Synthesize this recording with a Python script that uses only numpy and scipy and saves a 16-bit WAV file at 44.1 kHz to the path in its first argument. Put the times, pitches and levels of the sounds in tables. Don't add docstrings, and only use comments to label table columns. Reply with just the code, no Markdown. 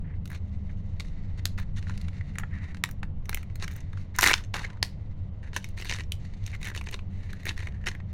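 import sys
import numpy as np
from scipy import signal
from scipy.fft import rfft, irfft, next_fast_len
from scipy.io import wavfile
from scipy.ndimage import map_coordinates

SR = 44100
rng = np.random.default_rng(int(sys.argv[2]) if len(sys.argv) > 2 else 0)


def put_to_file(sound):
    columns = np.atleast_2d(sound).T
    safe = np.clip(columns, -1, 1)
    whole_steps = np.round(safe * 32767)
    wavfile.write(sys.argv[1], SR, whole_steps.astype(np.int16))


N = 358533
CUP_HZ, CUP_DETUNE = 1930, 0.039
FOIL_HZ, FOIL_DETUNE = 3800, 0.04
LID_OPEN_S = 4.4
HIT_GAIN = np.sqrt(SR / 200)

# start_s, cup_db, cup_hz, foil_db, foil_hz, crack_db
BUCKLES = [(0.2565, -53, 1550, -48.5, 3970, -55), (.276, -61, 1830, -55, 3580, -56),
           (.302, -46, 1680, -64, 2880, -52.5), (.316, -43, 1740, -59, 4000, -58),
           (0.329, -45, 1790, -62, 4000, -60), (.349, -52, 1800, -65, 3800, -62),
           (0.9985, -39.5, 2150, -42.5, 3810, -50), (1.005, -41.5, 2050, -38.5, 3700, -55),
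           (1.4552, -35, 1800, -26, 4000, -31.5), (1.586, -42.5, 1350, -61, 6250, -58),
           (1.599, -45, 1600, -59, 4100, -54), (1.827, -50, 1700, -52, 4000, -75),
           (1.87, -44.5, 1560, -64, 3630, -84), (1.8963, -39, 1500, -48.5, 4060, -59.5),
           (1.9067, -45, 1490, -66, 4000, -70), (1.939, -66, 1900, -57, 2900, -79),
           (1.977, -50.5, 2200, -48.5, 4600, -57), (2.014, -56, 1900, -49, 4400, -57),
           (2.0836, -45.5, 2300, -50.5, 2900, -59.5), (2.2101, -40.5, 1950, -64, 2940, -86),
           (2.3557, -41, 1800, -58, 2820, -64), (2.3847, -32, 1830, -38.5, 6840, -40.5),
           (2.398, -42, 1850, -54, 2900, -53), (2.4338, -34.5, 1610, -77, 2920, -87),
           (2.7461, -44.5, 2000, -51, 4000, -61), (2.77, -48.5, 2070, -53, 2900, -66),
           (2.8385, -22.5, 1910, -27.5, 3930, -31.5), (2.89, -44.5, 1600, -58, 3000, -55),
           (2.912, -56, 1930, -56, 6900, -46.5), (3.031, -35, 2010, -47, 4200, -59),
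           (3.256, -53, 1900, -53, 5900, -61), (3.287, -51, 1550, -75, 3000, -74),
           (3.294, -33, 2200, -38.5, 4070, -36.5), (3.3292, -34.5, 2090, -45, 4120, -55),
           (3.346, -32.5, 2150, -37, 3000, -32), (3.3727, -37, 1960, -47, 2870, -51),
           (3.43, -48, 1980, -58, 2750, -57), (3.5003, -55, 1950, -64.5, 3020, -85),
           (3.5566, -49.5, 1560, -50.5, 4100, -50), (3.625, -41.5, 2740, -38, 3900, -50),
           (3.643, -41, 1900, -43, 5500, -58), (3.6795, -38, 2140, -43, 2790, -49.5),
           (3.7125, -62, 1900, -57, 6500, -55), (3.72, -58, 1800, -59, 6500, -59),
           (3.7365, -64, 1900, -62, 6500, -59), (3.7633, -50, 1590, -61, 6760, -48),
           (3.8048, -63, 1910, -53, 6300, -63), (3.931, -46.5, 1570, -55.5, 3800, -65),
           (3.9737, -47, 1540, -58, 3000, -86), (4.1628, -50, 1663, -62, 2900, -43),
           (4.187, -24, 1610, -26.5, 6600, -30), (4.1903, -21, 1730, -27, 5330, -41),
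           (4.2103, -33, 1710, -29, 5800, -27.5), (4.2218, -39, 2600, -28, 4000, -32),
           (4.23, -17, 1650, -26.5, 4270, -35), (4.2324, -29, 1830, -27, 6340, -30),
           (4.2407, -15, 1850, -27, 4740, -31), (4.2628, -20, 2100, -26, 4300, -28.5),
           (4.2739, -24, 2330, -20.5, 4330, -28.5), (4.2827, -31, 2090, -27, 3620, -36),
           (4.2855, -22.5, 2120, -38, 2750, -40), (4.2955, -22, 1790, -35.5, 3600, -40.5),
           (4.3137, -19.5, 2145, -33, 3590, -39.5), (4.3329, -29, 2500, -22, 3066, -64),
           (4.339, -20, 2160, -18.5, 4430, -31.5), (4.38, -44, 1810, -40.5, 2750, -63),
           (4.4383, -53.5, 1900, -50.5, 6300, -68), (4.4478, -61, 1900, -54, 6250, -68),
           (4.5412, -32.5, 1840, -32.5, 3060, -49), (4.5562, -39, 1690, -43, 3700, -54),
           (4.5937, -44, 1800, -44, 3640, -63), (4.6183, -47, 1750, -49, 3700, -69),
           (4.6463, -44, 2050, -46, 4220, -62), (4.6506, -41, 2050, -47, 2850, -68),
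           (4.6648, -53, 1750, -54, 3700, -73), (4.702, -48, 1500, -54.5, 3000, -76),
           (4.772, -55, 1420, -64, 3700, -85), (4.8283, -25, 1810, -20, 4360, -30.5),
           (5.5324, -43, 1830, -50, 2850, -80), (5.564, -27.5, 1716, -31.5, 2680, -38.5),
           (5.568, -36, 1900, -34, 5730, -43), (5.6436, -39, 2100, -41, 5560, -48),
           (5.6882, -60, 2000, -62, 6200, -55), (5.7765, -41, 2120, -54, 2750, -61.5),
           (5.7994, -41.5, 2530, -47, 4500, -56), (5.813, -46, 1890, -46, 2840, -52),
           (5.823, -38.5, 2000, -39, 2760, -56), (5.847, -42, 2000, -46, 4300, -51),
           (5.854, -40, 2040, -45, 3700, -53), (5.896, -37.5, 2120, -32, 2750, -54),
           (5.9123, -31.5, 2200, -35.5, 4700, -59), (5.9244, -31, 1950, -34.5, 2960, -59),
           (5.9373, -44, 1950, -36, 6040, -52), (5.9455, -39, 1980, -41, 3600, -61),
           (5.9866, -38.5, 2000, -46, 2710, -54), (5.9967, -39, 1940, -44, 2840, -59),
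           (6.0067, -41, 1920, -40.5, 2750, -58), (6.0365, -58, 2000, -54, 5500, -80),
           (6.1206, -45, 2480, -31, 2980, -37), (6.3374, -57, 2030, -58, 3720, -73),
           (6.4398, -63, 1970, -55, 3680, -67), (6.4641, -58, 2520, -40.5, 6400, -48),
           (6.478, -46, 2080, -48, 3680, -60), (6.5168, -55, 1990, -57, 3700, -65),
           (6.5502, -45, 2070, -52, 2924, -60), (6.6146, -45, 1970, -55, 3710, -58),
           (6.6297, -42, 2070, -40, 3900, -49), (6.6451, -40, 2000, -49, 3700, -50),
           (6.653, -43, 1990, -41.5, 3050, -48), (6.672, -40.5, 1836, -43, 2780, -46.5),
           (6.6856, -41, 1870, -48, 2750, -50), (6.701, -42, 1720, -49, 2730, -55),
           (6.716, -42, 1700, -59, 2900, -71), (6.749, -37, 2060, -45, 2850, -52),
           (6.7629, -39, 1990, -44, 3900, -49), (6.7759, -40.5, 2750, -38, 3680, -54),
           (6.8123, -38.5, 2320, -49, 2750, -55), (6.84, -53, 2000, -57, 6200, -60),
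           (6.8706, -38, 1900, -53, 2917, -59), (6.8877, -42, 2130, -42.5, 3060, -65),
           (6.9122, -52, 2160, -49, 6640, -51), (6.9422, -37, 2550, -36, 3830, -51),
           (6.991, -43.5, 2630, -52.5, 2750, -74.5), (7.2328, -56, 1880, -63, 2910, -80),
           (7.2981, -49, 1890, -63, 2900, -79), (7.3308, -41, 1670, -49, 3720, -55.5),
           (7.4324, -48, 2010, -56, 3720, -63), (7.4548, -36, 1900, -45, 6300, -44),
           (7.4674, -30, 2000, -49, 2900, -47), (7.492, -36, 1926, -29.5, 3100, -63),
           (7.509, -37.5, 1860, -51, 2850, -63), (7.5776, -39, 2000, -48, 3700, -55),
           (7.592, -43, 2010, -53, 3700, -65), (7.604, -40.5, 1930, -50, 2850, -62),
           (7.629, -41.5, 1970, -58, 3710, -64), (7.671, -35.5, 2030, -47, 2900, -57),
           (7.686, -49, 1910, -57, 3750, -70), (7.723, -56, 1900, -63, 2900, -89),
           (7.84, -46, 1890, -57, 2900, -79), (7.869, -29.5, 2110, -32, 2840, -57),
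           (7.886, -33.5, 1860, -34, 2900, -61), (7.915, -41, 1900, -49, 2900, -66),
           (7.95, -40.5, 1810, -60, 2980, -63.5), (8.002, -46.5, 1930, -63, 2950, -88)]


def buckles(lead_t60_s=0.0032, flip_t60_s=0.01, settle_t60_s=0.018, lead_db=-8, settle_db=-22,
            sharp_db=-34.5, soft_db=-60.5, hard_db=-31, smear_hz_per_db=80):
    out, lead = np.zeros(N), SR // 125
    t = np.arange(-lead, SR // 25) / SR
    kick = amp([[10], [17], [10]]) * (t == 0)
    for start, cup_db, cup_hz, foil_db, foil_hz, crack_db in list(BUCKLES) + small_buckles():
        softness = np.clip((sharp_db - crack_db) / (sharp_db - soft_db), 0, 1)
        age = abs(t) / (1 + 0.99 * softness)
        giving = amp(lead_db - 60 * age / lead_t60_s)
        chatter = amp(-60 * age / flip_t60_s) + amp(settle_db - 60 * age / settle_t60_s)
        pushes = rng.standard_normal((3, len(t))) * np.where(t < 0, giving, chatter) + kick
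        smeared_hz = 380 + smear_hz_per_db * max(foil_db - hard_db, 0)
        sound = package(pushes, [cup_db, foil_db, crack_db], cup_hz, foil_hz, cup_width_hz=360,
                        foil_width_hz=smeared_hz, modes_db=-8 + 4 * softness, is_open=start > LID_OPEN_S)
        add(out, start - lead / SR, sound * HIT_GAIN)
    return out


# start_s, end_s, cup_db, foil_db, crack_db
SEAL_TEARS = [(3.621, 3.648, -42, -46, -56.5), (4.19, 4.228, -40, -43.5, -47.5),
              (4.22, 4.248, -29, -28.5, -32), (4.251, 4.301, -27, -30.5, -38),
              (4.298, 4.324, -28.5, -35.5, -40.5), (4.536, 4.569, -38, -41.5, -50),
              (4.57, 4.601, -41, -50.5, -60)]


def seal_tears(breaks_per_s=550, break_t60_s=0.005, spread_db=2.5, rub=0.13):
    out, t = np.zeros(N), np.arange(SR // 8) / SR
    burst = amp(-60 * t[:SR // 100] / break_t60_s)
    for start, end, cup_db, foil_db, crack_db in SEAL_TEARS:
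        length = max(end - start, 0.01)
        pull = trapezoid(t, length, edge_s=0.0024)
        breaks = stick_slip(breaks_per_s, len(t), uneven=0.3) * random_gain(spread_db, len(t))
        pushes = (np.convolve(breaks, burst)[:len(t)] + rub) * rng.standard_normal((3, len(t)))
        sound = package(pushes * pull, [cup_db, foil_db, crack_db], cup_hz=1950, foil_hz=4000,
                        cup_width_hz=670, foil_width_hz=1500, modes_db=3.5, hollow_db=4.5)
        add(out, start, sound * np.sqrt(length * SR))
    return out


# start_s, end_s, cup_db, foil_db
FINGER_STROKES = [(0.04, 0.144, -60.5, -104), (0.295, 0.385, -55.5, -59), (0.391, 0.97, -77.5, -77),
                  (0.69, 0.707, -54.5, -71.5), (1.016, 1.113, -64.5, -64), (1.38, 1.397, -52, -55),
                  (1.577, 1.639, -48, -54), (1.766, 1.795, -50.5, -51.5), (1.809, 2.11, -62.5, -64),
                  (2.107, 2.396, -62.5, -68), (2.4, 2.434, -55, -74), (2.509, 2.727, -58, -66),
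                  (3.311, 3.418, -62.5, -61.5), (3.601, 3.623, -52, -53.5), (3.663, 3.816, -57.5, -63),
                  (3.968, 4.06, -64, -65.5), (4.147, 4.2, -50.5, -56), (4.32, 4.408, -51, -57),
                  (4.569, 4.653, -49.5, -52.5), (4.654, 4.753, -62, -66), (5.425, 5.495, -55.5, -66.5),
                  (5.594, 5.721, -75, -63.5), (5.54, 5.582, -52, -46), (5.767, 5.832, -53.5, -51.5),
                  (5.837, 5.907, -55, -50.5), (5.89, 5.938, -43, -41.5), (5.951, 6.019, -50, -51.5),
                  (6.195, 6.446, -67.5, -68.5), (6.243, 6.258, -55, -59), (6.453, 6.564, -58.5, -58.5),
                  (6.608, 6.709, -50, -53), (6.741, 6.796, -56.5, -51), (6.86, 6.893, -58, -55),
                  (6.92, 6.95, -46.5, -48.5), (7.103, 7.214, -64, -68.5), (7.218, 7.463, -59, -65),
                  (7.485, 7.497, -37.5, -39), (7.455, 7.523, -45.5, -48.5), (7.564, 7.666, -53, -58.5),
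                  (7.696, 8.01, -63, -76), (7.864, 7.894, -34.5, -39)]


def strokes(edge_s=0.013, clump_db=4.5, rub=0.24):
    out, t = np.zeros(N), np.arange(2 * SR // 3) / SR
    for start, end, cup_db, foil_db in FINGER_STROKES:
        length = max(end - start, 0.01)
        effort = trapezoid(t, length, edge_s) * amp(clump_db * wobble(70, len(t)))
        creases_per_s = 850 * 10 ** ((cup_db + 42.5) / 50)
        pushes = crinkle(creases_per_s, len(t)) + rub * rng.standard_normal((3, len(t)))
        cup_hz, foil_hz = detuned_hz(*rng.standard_normal(2))
        sound = package(pushes * effort, [cup_db, foil_db, crack_level_db(foil_db)], cup_hz, foil_hz,
                        cup_width_hz=330, foil_width_hz=510, modes_db=8, is_open=start > LID_OPEN_S)
        add(out, start - edge_s / 2, sound * np.sqrt(length * SR))
    return out


def small_buckles(per_s=15, offset_db=-4, spread_db=4.5, max_cup_db=-46):
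    rows = []
    for start, end, cup_db, foil_db in FINGER_STROKES:
        times = start + (np.arange(12) + rng.random(12)) / per_s
        for s, (size, colour, grip, fold) in zip(times, rng.standard_normal((len(times), 4))):
            if s < end:
                lift_db = min(offset_db + spread_db * size, max_cup_db - cup_db)
                bright_db = foil_db + lift_db + spread_db * colour
                cup_hz, foil_hz = detuned_hz(grip, fold)
                rows.append((s, cup_db + lift_db, cup_hz, bright_db, foil_hz, crack_level_db(bright_db)))
    return rows


# start_s, end_s, level_db, start_hz, end_hz
SKIN_SQUEAKS = [(2.507, 2.74, -53.5, 1880, 1950), (4.259, 4.263, -18.5, 1920, 2080),
                (4.303, 4.318, -23.5, 2090, 2130), (4.639, 4.653, -35, 1940, 2050),
                (6.528, 6.555, -43.5, 2200, 2020), (6.646, 6.69, -41.5, 2100, 1880)]


def squeaks(slips_per_s=550, width_hz=170, attack_s=0.015, spread_db=2.6):
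    out, t = np.zeros(N), np.arange(SR // 3) / SR
    for start, end, level_db, start_hz, end_hz in SKIN_SQUEAKS:
        length = max(end - start, 0.01)
        progress = np.clip(t / length, 0, 1)
        pressure = np.sqrt(np.minimum(t / attack_s, 1) * (1 - progress))
        pushes = stick_slip(slips_per_s, len(t), uneven=0.21) * pressure * random_gain(spread_db, len(t))
        early = (1 - progress) * ring(pushes, start_hz, width_hz)
        late = progress * ring(pushes, end_hz, width_hz)
        squeak = unit_energy(band(early + late, 700, 2400))
        add(out, start, amp(level_db) * squeak * np.sqrt(length * SR))
    return out


# start_s, level_db, pitch_hz
CUP_KNOCKS = [(2.435, -43.5, 870), (2.8393, -39, 944), (4.1876, -24.5, 1010), (4.542, -42.5, 850),
              (4.556, -43, 541), (5.5632, -34, 1013), (5.568, -43, 576)]


def knocks(t60_s=0.023, attack_s=0.0012):
    out, t = np.zeros(N), np.arange(SR // 20) / SR
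    envelope = amp(-60 * t / t60_s) * (1 - np.exp(-t / attack_s))
    for start, level_db, pitch_hz in CUP_KNOCKS:
        swing = unit_energy(np.sin(2 * np.pi * pitch_hz * t) * envelope)
        add(out, start, amp(level_db) * swing * HIT_GAIN)
    return out


# start_s, end_s, level_db
RIM_SCRAPES = [(4.538, 4.565, -38), (4.574, 4.62, -47), (4.627, 4.774, -59)]


def rim_scrapes(catches_per_s=400, rim_hz=984, width_hz=280, spread_db=3, rub=0.05):
    out, t = np.zeros(N), np.arange(SR // 4) / SR
    for start, end, level_db in RIM_SCRAPES:
        length = max(end - start, 0.01)
        catches = stick_slip(catches_per_s, len(t), uneven=0.6) * random_gain(spread_db, len(t))
        pushes = (catches + rub * rng.standard_normal(len(t))) * trapezoid(t, length, edge_s=0.0031)
        rasp = unit_energy(band(ring(pushes, rim_hz, width_hz), 400, 1700))
        add(out, start, amp(level_db) * rasp * np.sqrt(length * SR))
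    return out


def buckle_tails(gain_db=-18.5, t60_s=0.17, grains_per_s=700):
    out, t = np.zeros(N), np.arange(SR // 6) / SR
    for start, _, _, foil_db, _, _ in BUCKLES:
        fizz = unit_rms(crinkle(grains_per_s, len(t))[0]) + rng.standard_normal(len(t))
        add(out, start, amp(foil_db + gain_db - 60 * t / t60_s) * fizz)
    return band(out, 1100, 5500, order=1)


def finger_brushing(cup_db=-70, foil_db=-76, crack_db=-97):
    pressure = amp(2.5 * wobble(4, N) + 2.5 * wobble(45, N))
    pushes = pressure * rng.standard_normal((3, N))
    return package(pushes, [cup_db, foil_db, crack_db], cup_hz=2000, foil_hz=3900,
                   cup_width_hz=320, foil_width_hz=700, modes_db=0) * np.sqrt(N)


# pitch_hz, width_hz, gain_db, lid_open_change_db
CUP_MODES = [(347, 270, -14.5, 4.5), (734, 100, -30.5, 5.5), (1003, 370, -16, 0), (1490, 650, -10.5, -10)]
# pitch_hz, width_hz, gain_db
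LID_MODES = [(2750, 510, 2), (3720, 230, -0.5), (4174, 400, -4), (5500, 690, -8), (6134, 190, -6),
             (6760, 190, -18.5)]
# pitch_hz, width_hz, gain_db
LID_TOP_MODES = [(6600, 1800, 4), (8830, 470, 0), (9920, 1100, 0), (11950, 1200, -4), (14500, 2800, 4)]


def package(pushes, levels_db, cup_hz, foil_hz, cup_width_hz, foil_width_hz, modes_db,
            is_open=False, hollow_db=0):
    hollow = [(hz, width, db + hollow_db + open_db * is_open) for hz, width, db, open_db in CUP_MODES]
    cup = ring(pushes[0], cup_hz, cup_width_hz) + resonances(pushes[0], hollow)
    foil = ring(pushes[1], foil_hz, foil_width_hz) + amp(modes_db) * resonances(pushes[1], LID_MODES)
    crack = resonances(pushes[2], LID_TOP_MODES)
    reach_hz = np.clip(15000 * 2 ** ((levels_db[2] - levels_db[1]) / 24), 9000, 17000)
    parts = band(cup, 180, 2200, order=3), band(foil, 2450, 7500, order=3), band(crack, 5400, reach_hz)
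    return sum(amp(db) * unit_energy(part) for db, part in zip(levels_db, parts))


def resonances(x, modes, grip_db=2.5, detune=0.02):
    chance = rng.standard_normal((len(modes), 2))
    return sum(amp(db + grip_db * lift) * ring(x, hz * np.exp(detune * shift), width)
               for (hz, width, db), (lift, shift) in zip(modes, chance))


def detuned_hz(grip, fold):
    return CUP_HZ * np.exp(CUP_DETUNE * grip), FOIL_HZ * np.exp(FOIL_DETUNE * fold)


def crack_level_db(foil_db, offset_db=-11, usual_crease_db=-47.5):
    return foil_db + offset_db + 0.11 * min(foil_db - usual_crease_db, 10)


def crinkle(per_s, size, spread_db=2.5, colour_db=5):
    sizes = amp(spread_db * np.minimum(rng.exponential(size=size), 2.8))
    grains = (rng.random(size) < per_s / SR) * sizes * rng.choice([-1, 1], size)
    return grains * random_gain(colour_db, (3, size))


def stick_slip(per_s, size, uneven):
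    slipped = np.cumsum(per_s * np.exp(uneven * wobble(300, size))) / SR
    return np.diff(np.floor(slipped), prepend=0)


# delay_s, gain_db
WALL_ECHOES = [(.0049, -29), (.0099, -19), (0.02, -23.5)]


def walls(x):
    out = x.copy()
    for delay_s, gain_db in WALL_ECHOES:
        add(out, delay_s, amp(gain_db) * x)
    return out


# frequency_hz, t60_s
ROOM_DECAY = [(200, 0.38), (2000, 0.22), (6000, 0.22), (15000, 0.09)]


def room(x, delay_s=0.0026):
    out, step = np.zeros(N), SR // 3
    for start in range(0, N, step):
        hz, t, spectrum = signal.stft(rng.standard_normal(SR // 2), SR, nperseg=256)
        decay = amp(-60 * t / along(ROOM_DECAY, hz)[:, None])
        tail = unit_energy(signal.istft(spectrum * decay, SR, nperseg=256)[1])
        add(out, start / SR + delay_s, signal.fftconvolve(x[start:start + step], tail))
    return out


# centre_hz, width_hz, relative_db
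HUM_HUMPS = [(19.4, 30.2, 4.5), (56.5, 1.8, -2), (76.36, 6.1, 3.5), (89.6, 12, -7), (97.1, 19.9, 1),
             (144, 11.7, -6), (166.7, 11, -9.5), (194.9, 16.4, -8.5), (251, 9.8, -22), (284.8, 11, -22.5),
             (386.4, 1.4, -22.5), (505, 3.4, -25.5)]
# time_s, deep_db, upper_db
HUM_SWELLS = [(0, -32.5, -42.5), (.6, -34, -43), (1.5, -31.5, -43.5), (1.75, -29.5, -43.5),
              (2.2, -33.5, -40.5), (2.9, -35.5, -44.5), (3.08, -30.5, -41), (3.35, -31.5, -49.5),
              (3.6, -34, -45), (4.2, -35, -47.5), (8.13, -34.5, -47)]


def hum(split_hz=125):
    def humps(rows):
        return noise(lambda f: sum(amp(db) / (1 + (2 * (f - hz) / width) ** 2) for hz, width, db in rows))

    times, deep_db, upper_db = np.transpose(HUM_SWELLS)
    t = np.arange(N) / SR
    deep = humps([row for row in HUM_HUMPS if row[0] < split_hz])
    upper = humps([row for row in HUM_HUMPS if row[0] >= split_hz])
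    return deep * amp(np.interp(t, times, deep_db)) + upper * amp(np.interp(t, times, upper_db))


# frequency_hz, relative_db
AIR_SPECTRUM = [(30, -21), (230, 9.5), (380, 8), (600, 5), (1200, -5), (2000, -17.5), (3100, -12.5),
                (4200, -39), (6500, -43), (9000, -47), (16000, -53)]


def air(level_db=-59):
    return amp(level_db) * noise(lambda hz: amp(along(AIR_SPECTRUM, hz)))


def amp(db):
    return 10 ** (np.asarray(db) / 20)


def random_gain(spread_db, size):
    return amp(spread_db * rng.standard_normal(size))


def unit_rms(x):
    return x / np.sqrt(np.mean(x ** 2) + 1e-20)


def unit_energy(x):
    return x / (np.linalg.norm(x) + 1e-12)


def trapezoid(t, length_s, edge_s):
    return np.clip(t / edge_s, 0, 1) * np.clip((length_s + edge_s - t) / edge_s, 0, 1)


def along(points, hz):
    knots_hz, values = np.transpose(points)
    return np.interp(np.log(hz + 1), np.log(knots_hz), values)


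def wobble(knots_per_s, size):
    knots = rng.standard_normal(size // 50)
    return map_coordinates(knots, [np.arange(size) * knots_per_s / SR], mode="wrap")


def noise(gain):
    size = next_fast_len(N + 8192)
    spectrum = rfft(rng.standard_normal(size)) * gain(np.fft.rfftfreq(size, 1 / SR))
    return unit_rms(irfft(spectrum, size)[:N])


def band(x, low_hz, high_hz, order=2):
    return signal.lfilter(*signal.butter(order, [low_hz, high_hz], "bandpass", fs=SR), x)


def ring(x, hz, width_hz):
    return signal.lfilter(*signal.iirpeak(hz, hz / width_hz, fs=SR), x)


def add(track, start_s, sound):
    start = max(round(start_s * SR), 0)
    part = track[start:start + len(sound)]
    part += sound[:len(part)]


def scene(room_db=-20, treble_side_db=-18, room_side_db=-39):
    hands = (buckles() + buckle_tails() + knocks() + seal_tears() + rim_scrapes()
             + strokes() + squeaks() + finger_brushing())
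    mid = walls(hands) + amp(room_db) * room(hands) + hum() + air()
    side = amp(treble_side_db) * band(np.roll(mid, SR // 1500), 5700, 20000)
    side += amp(room_side_db) * band(room(hands), 450, 16000)
    return np.array([mid + side, mid - side])


def record(dry, top_hz=16500):
    size = next_fast_len(N + 8192)
    hz = np.fft.rfftfreq(size, 1 / SR)
    return irfft(rfft(dry, size) / (1 + (hz / top_hz) ** 90), size)[:, :N]


dry = scene()
out = record(dry)
put_to_file(out)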